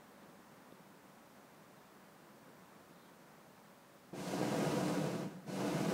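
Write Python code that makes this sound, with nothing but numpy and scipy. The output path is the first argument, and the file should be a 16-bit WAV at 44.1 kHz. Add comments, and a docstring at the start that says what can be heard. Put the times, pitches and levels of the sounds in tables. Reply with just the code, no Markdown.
"""A quiet town murmurs, with a few soft knocks and faint chirrs; then come two hissing, roaring blasts.
They are the propane burner of a hot air balloon drifting over a stone square. The gas jet hisses,
the swirling flame roars and puffs, and the plume of hot air rumbles in the balloon's mouth.
Paving and walls add slowly shifting echoes, and a phone's own hiss lies under it all."""
import sys
import numpy as np
from scipy import signal
from scipy.fft import rfft, irfft, next_fast_len
from scipy.io import wavfile

SR = 44100
rng = np.random.default_rng(int(sys.argv[2]) if len(sys.argv) > 2 else 0)


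def output_pcm(signal):
    """Save a mono or channel-first signal as 16-bit PCM at the path in sys.argv[1].

    Samples are clipped to [-1, 1] before scaling.
    """
    pcm = np.clip(np.atleast_2d(signal).T, -1, 1) * 32767
    wavfile.write(sys.argv[1], SR, np.round(pcm).astype(np.int16))


N = 261513
T = np.arange(N) / SR

# blasts of the burner (valve opens [s], time to catch [s], time to build up [s],
# time held open [s], time easing off [s], whump on lighting [dB])
BURNER_BLASTS = [(4.127, .007, 0.29, .77, 0.3, 4.5), (5.45, 0.033, 0.17, .8, .34, 0)]


def undb(db):
    """Turn decibels into a gain to multiply by."""
    return 10 ** (np.asarray(db) / 20)


def unit(x):
    """Scale to an average (rms) level of 1."""
    return x / np.sqrt(np.mean(x ** 2))


def shape(x, response):
    """Filter a sound: response gives the gain at each frequency."""
    size = next_fast_len(len(x) + SR // 2)
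    hz = np.fft.rfftfreq(size, 1 / SR) + 1e-6
    return irfft(rfft(x, size) * response(hz), size)[:len(x)]


def noise(colour):
    """Noise of level 1, its tone drawn through (frequency [Hz], level [dB]) points."""
    hz, db = np.transpose(colour)
    return unit(shape(rng.standard_normal(N), lambda f: undb(np.interp(np.log(f), np.log(hz), db))))


def dull(x, edge_hz):
    """Gently soften the treble."""
    return shape(x, lambda f: 1 / np.sqrt(1 + (f / edge_hz) ** 2))


def wander(rate):
    """A smooth random wobble of size 1 that changes about rate times a second."""
    return unit(shape(rng.standard_normal(N), lambda f: np.exp(-(f / rate) ** 2)))


def ramp(start, length):
    """Rise from 0 to 1 over length seconds."""
    return np.clip((T - start) / length, 0, 1)


def hump(time, half_s):
    """Rise smoothly to 1 at the given time, then fall back."""
    return np.exp(-((T - time) / half_s) ** 2 / 2)


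def swell(time, half_s, db, hz, width_hz):
    """A short swell of noise around one pitch."""
    band = unit(shape(rng.standard_normal(N), lambda f: np.exp(-((f - hz) / width_hz) ** 2)))
    return band * undb(db) * hump(time, half_s)


def thuds(rows, low_hz=130):
    """Each row is one swing of air pressure, out and back, with no deep bass."""
    out = np.zeros(N)
    for time, db, hz in rows:
        phase = 2 * np.pi * hz * (T - time)
        out -= undb(db) * phase * np.exp((1 - phase ** 2) / 2)
    return shape(out, lambda f: 1 / np.sqrt(1 + (low_hz / f) ** 10))


def town(stir_db=0.28, waver=0.01213, hum_swell_db=3):
    """Far traffic stirs and slowly ebbs, with faint wavering hums in it."""
    # tone of the traffic (frequency [Hz], level [dB])
    colour = [(25, -36), (50, -27), (66, -17), (78, -17), (110, -13), (150, -2), (195, 0), (300, -4),
              (420, -6.5), (560, -6), (680, -7.5), (980, -7.5), (1800, -14), (3200, -27), (8000, -40)]
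    # loudness of the traffic (time [s], level [dB])
    murmur = [(0, -59.5), (1.0, -60.7), (3.4, -60.5), (4.0, -62.5), (5.93, -61)]
    # hum of distant motors (pitch [Hz], level [dB])
    hums = [(199, -78), (572, -77)]
    out = noise(colour) * undb(np.interp(T, *np.transpose(murmur)) + stir_db * wander(11.0))
    for hz, db in hums:
        pitch = hz * (1 + waver * wander(7.95))
        phase = 2 * np.pi * np.cumsum(pitch) / SR
        out += np.sqrt(2) * np.sin(phase) * undb(db + hum_swell_db * wander(1.9))
    return out


def chirrs():
    """Faint, high flutters far off."""
    # chirrs (time [s], half length [s], level [dB], pitch [Hz])
    flutters = [(0.21, 0.045, -83, 3720), (3.004, .05, -77, 3800), (3.067, .03, -77, 3500)]
    return sum(swell(*flutter, width_hz=570) for flutter in flutters)


def knocks(tick_db=-19, tick_hz=3600):
    """A tiny tick of contact comes just before each soft thud."""
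    # knocks near the phone (time [s], level [dB], pitch [Hz])
    bumps = [(0.302, -55, 230), (0.726, -44.5, 280), (2.912, -50.5, 250)]
    ticks = sum(swell(time - .003, 0.00091, db + tick_db, tick_hz, width_hz=1300)
                for time, db, _ in bumps)
    return ticks + thuds(bumps)


def square_echoes(x, tail_s=0.84, tail_db=-13, tail_edge_hz=1500):
    """Near echoes slide as the balloon drifts; the house fronts add a dull, scattered tail."""
    # echoes off stone (delay at the first blast [ms], drift [ms/s], level [dB], treble edge [Hz])
    echoes = [(1.49, -0.055, -26.5, 6000), (2.0, -0.023, -20.5, 6500), (4.11, -0.028, -16, 2600),
              (6.21, -0.048, -10, 5100), (6.9, 0.0025, -19, 3000), (8.14, -.078, -19.5, 3000),
              (9.7, -0.062, -20, 4700), (13.82, -0.066, -12, 6400), (16.685, -.058, -21, 7300)]
    since_first_blast = T - BURNER_BLASTS[0][0]
    out = x.copy()
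    for ms, drift, db, edge_hz in echoes:
        delay = (ms + drift * since_first_blast) / 1000
        out += undb(db) * np.interp(T - delay, T, dull(x, edge_hz))
    age = T[:SR]
    tail = rng.standard_normal(SR) * undb(-60 * age / tail_s) * (age > .018)
    scattered = signal.fftconvolve(x, tail / np.linalg.norm(tail))[:N]
    return out + undb(tail_db) * dull(scattered, tail_edge_hz)


def hollow(x):
    """The burner frame and the balloon's mouth boost some pitches and weaken others."""
    # resonances and dips (frequency [Hz], width [Hz], boost [dB])
    bands = [(188.5, 6.8, 4.5), (295, 40, 0), (361, 10, 6.5), (387, 13, 7.5), (540, 20, -3), (659, 11.5, 4),
             (906, 21, 2.5), (1050, 15, -3), (1200, 34, -6.5), (1230, 27, 8), (1327, 30, 0), (1508, 68, 4),
             (1614, 44, 6.5), (1790, 34, 3), (2120, 50, 4), (2920, 23, 2.5)]
    return unit(shape(x, lambda f: undb(
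        sum(db / (1 + (2 * (f - hz) / width) ** 2) for hz, width, db in bands))))


def valve(blast, sag_db_per_s, decay_db_per_s, crest_db=1.2):
    """Gain through one blast: a gentle crest, a sag as the valve eases off, a fade once it is shut."""
    opens, catch, _, held, easing, _ = blast
    age = T - opens
    crest = crest_db * hump(opens + 0.58, half_s=0.096)
    sag = sag_db_per_s * np.clip(age - held, 0, easing)
    decay = decay_db_per_s * np.maximum(age - held - easing, 0)
    return ramp(opens, catch) * undb(crest - sag - decay)


def burning(start_db, sag_db_per_s, decay_db_per_s, whump_s=0.04):
    """Strength of the fire: any gathered gas burns off in a whump, and each blast builds up."""
    gain = 0
    for blast in BURNER_BLASTS:
        opens, _, build, _, _, whump_db = blast
        whump = whump_db * np.exp(-np.maximum(T - opens, 0) / whump_s)
        build_up = start_db * (1 - ramp(opens, build))
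        gain += undb(build_up + whump) * valve(blast, sag_db_per_s, decay_db_per_s)
    return gain


def gas_jet(swirls, level_db=-51, swirl_db=0.46, rise_s=0.076):
    """The gas hisses as the jet comes up to pressure."""
    # tone of the hiss (frequency [Hz], level [dB])
    colour = [(300, -10), (900, 5.5), (1500, -5.5), (2100, -1), (2700, 1), (3300, -3.5), (4000, -0.5),
              (6000, -1.5), (9000, -5.5), (11500, -11), (15500, -17)]
    flow = 0
    for blast in BURNER_BLASTS:
        age = np.maximum(T - blast[0], 0)
        flow += (1 - np.exp(-age / rise_s)) * valve(blast, sag_db_per_s=18.5, decay_db_per_s=97)
    return hollow(noise(colour)) * flow * undb(level_db + swirl_db * swirls)


def plume(level_db=-40.5, churn_db=1.25):
    """Hot air rumbles and billows, churning on a little after the flame."""
    # tone of the rumble (frequency [Hz], level [dB])
    colour = [(25, -49), (50, -40), (85, -18.5), (100, -22), (125, -10.5), (148, -2.5), (188, 2), (220, -7),
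              (300, -9), (600, -71)]
    # billows of hot air (time [s], half length [s], boost [dB])
    billows = [(4.204, .04, 3), (4.746, 0.017, 6), (5.28, .018, 7.5), (5.764, 0.015, 4.5)]
    billow_db = sum(db * hump(time, half_s) for time, half_s, db in billows)
    strength = burning(start_db=-11.5, sag_db_per_s=10, decay_db_per_s=72)
    return hollow(noise(colour)) * strength * undb(level_db + churn_db * wander(20) + billow_db)


def flame(swirls, level_db=-40, swirl_db=1.0):
    """The flame roars and puffs, shaken by swirling gas."""
    # tone of the roar (frequency [Hz], level [dB])
    colour = [(100, -45), (200, -10.5), (290, 3), (390, -4), (510, -1.5), (680, -3.5), (850, -9),
              (1200, -14), (1700, -20.5), (3000, -25.5), (8000, -45)]
    # loud puffs (time [s], level [dB], pitch [Hz])
    puffs = [(4.134, -37, 201), (4.182, -41, 192), (4.415, -25.5, 270), (4.740, -29, 200),
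             (5.268, -37, 151), (5.760, -31, 184)]
    strength = burning(start_db=-12.5, sag_db_per_s=18, decay_db_per_s=92)
    roar = hollow(noise(colour)) * strength * undb(level_db + swirl_db * swirls)
    return roar + thuds(puffs)


def burner():
    """Flame, plume and jet together; the same swirls shake the flame and the jet."""
    swirls = wander(58)
    return flame(swirls) + plume() + gas_jet(swirls)


def scene():
    """The burner over the square, the town behind it."""
    return (square_echoes(burner()) + town() + chirrs() + knocks())[None]


def record(dry, hiss_db=-69.5, top_hz=15700):
    """The phone adds its own hiss and cuts the highest treble."""
    # tone of the microphone's hiss (frequency [Hz], level [dB])
    colour = [(100, -3.5), (3500, 0.5), (6500, -1.5), (9500, -2.5), (10700, -5.5), (13000, -3.5),
              (15500, -2.5)]
    treble_cut = signal.ellip(12, .1, 80, top_hz, fs=SR, output="sos")
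    return signal.sosfilt(treble_cut, dry + undb(hiss_db) * noise(colour))


dry = scene()
out = record(dry)
output_pcm(out)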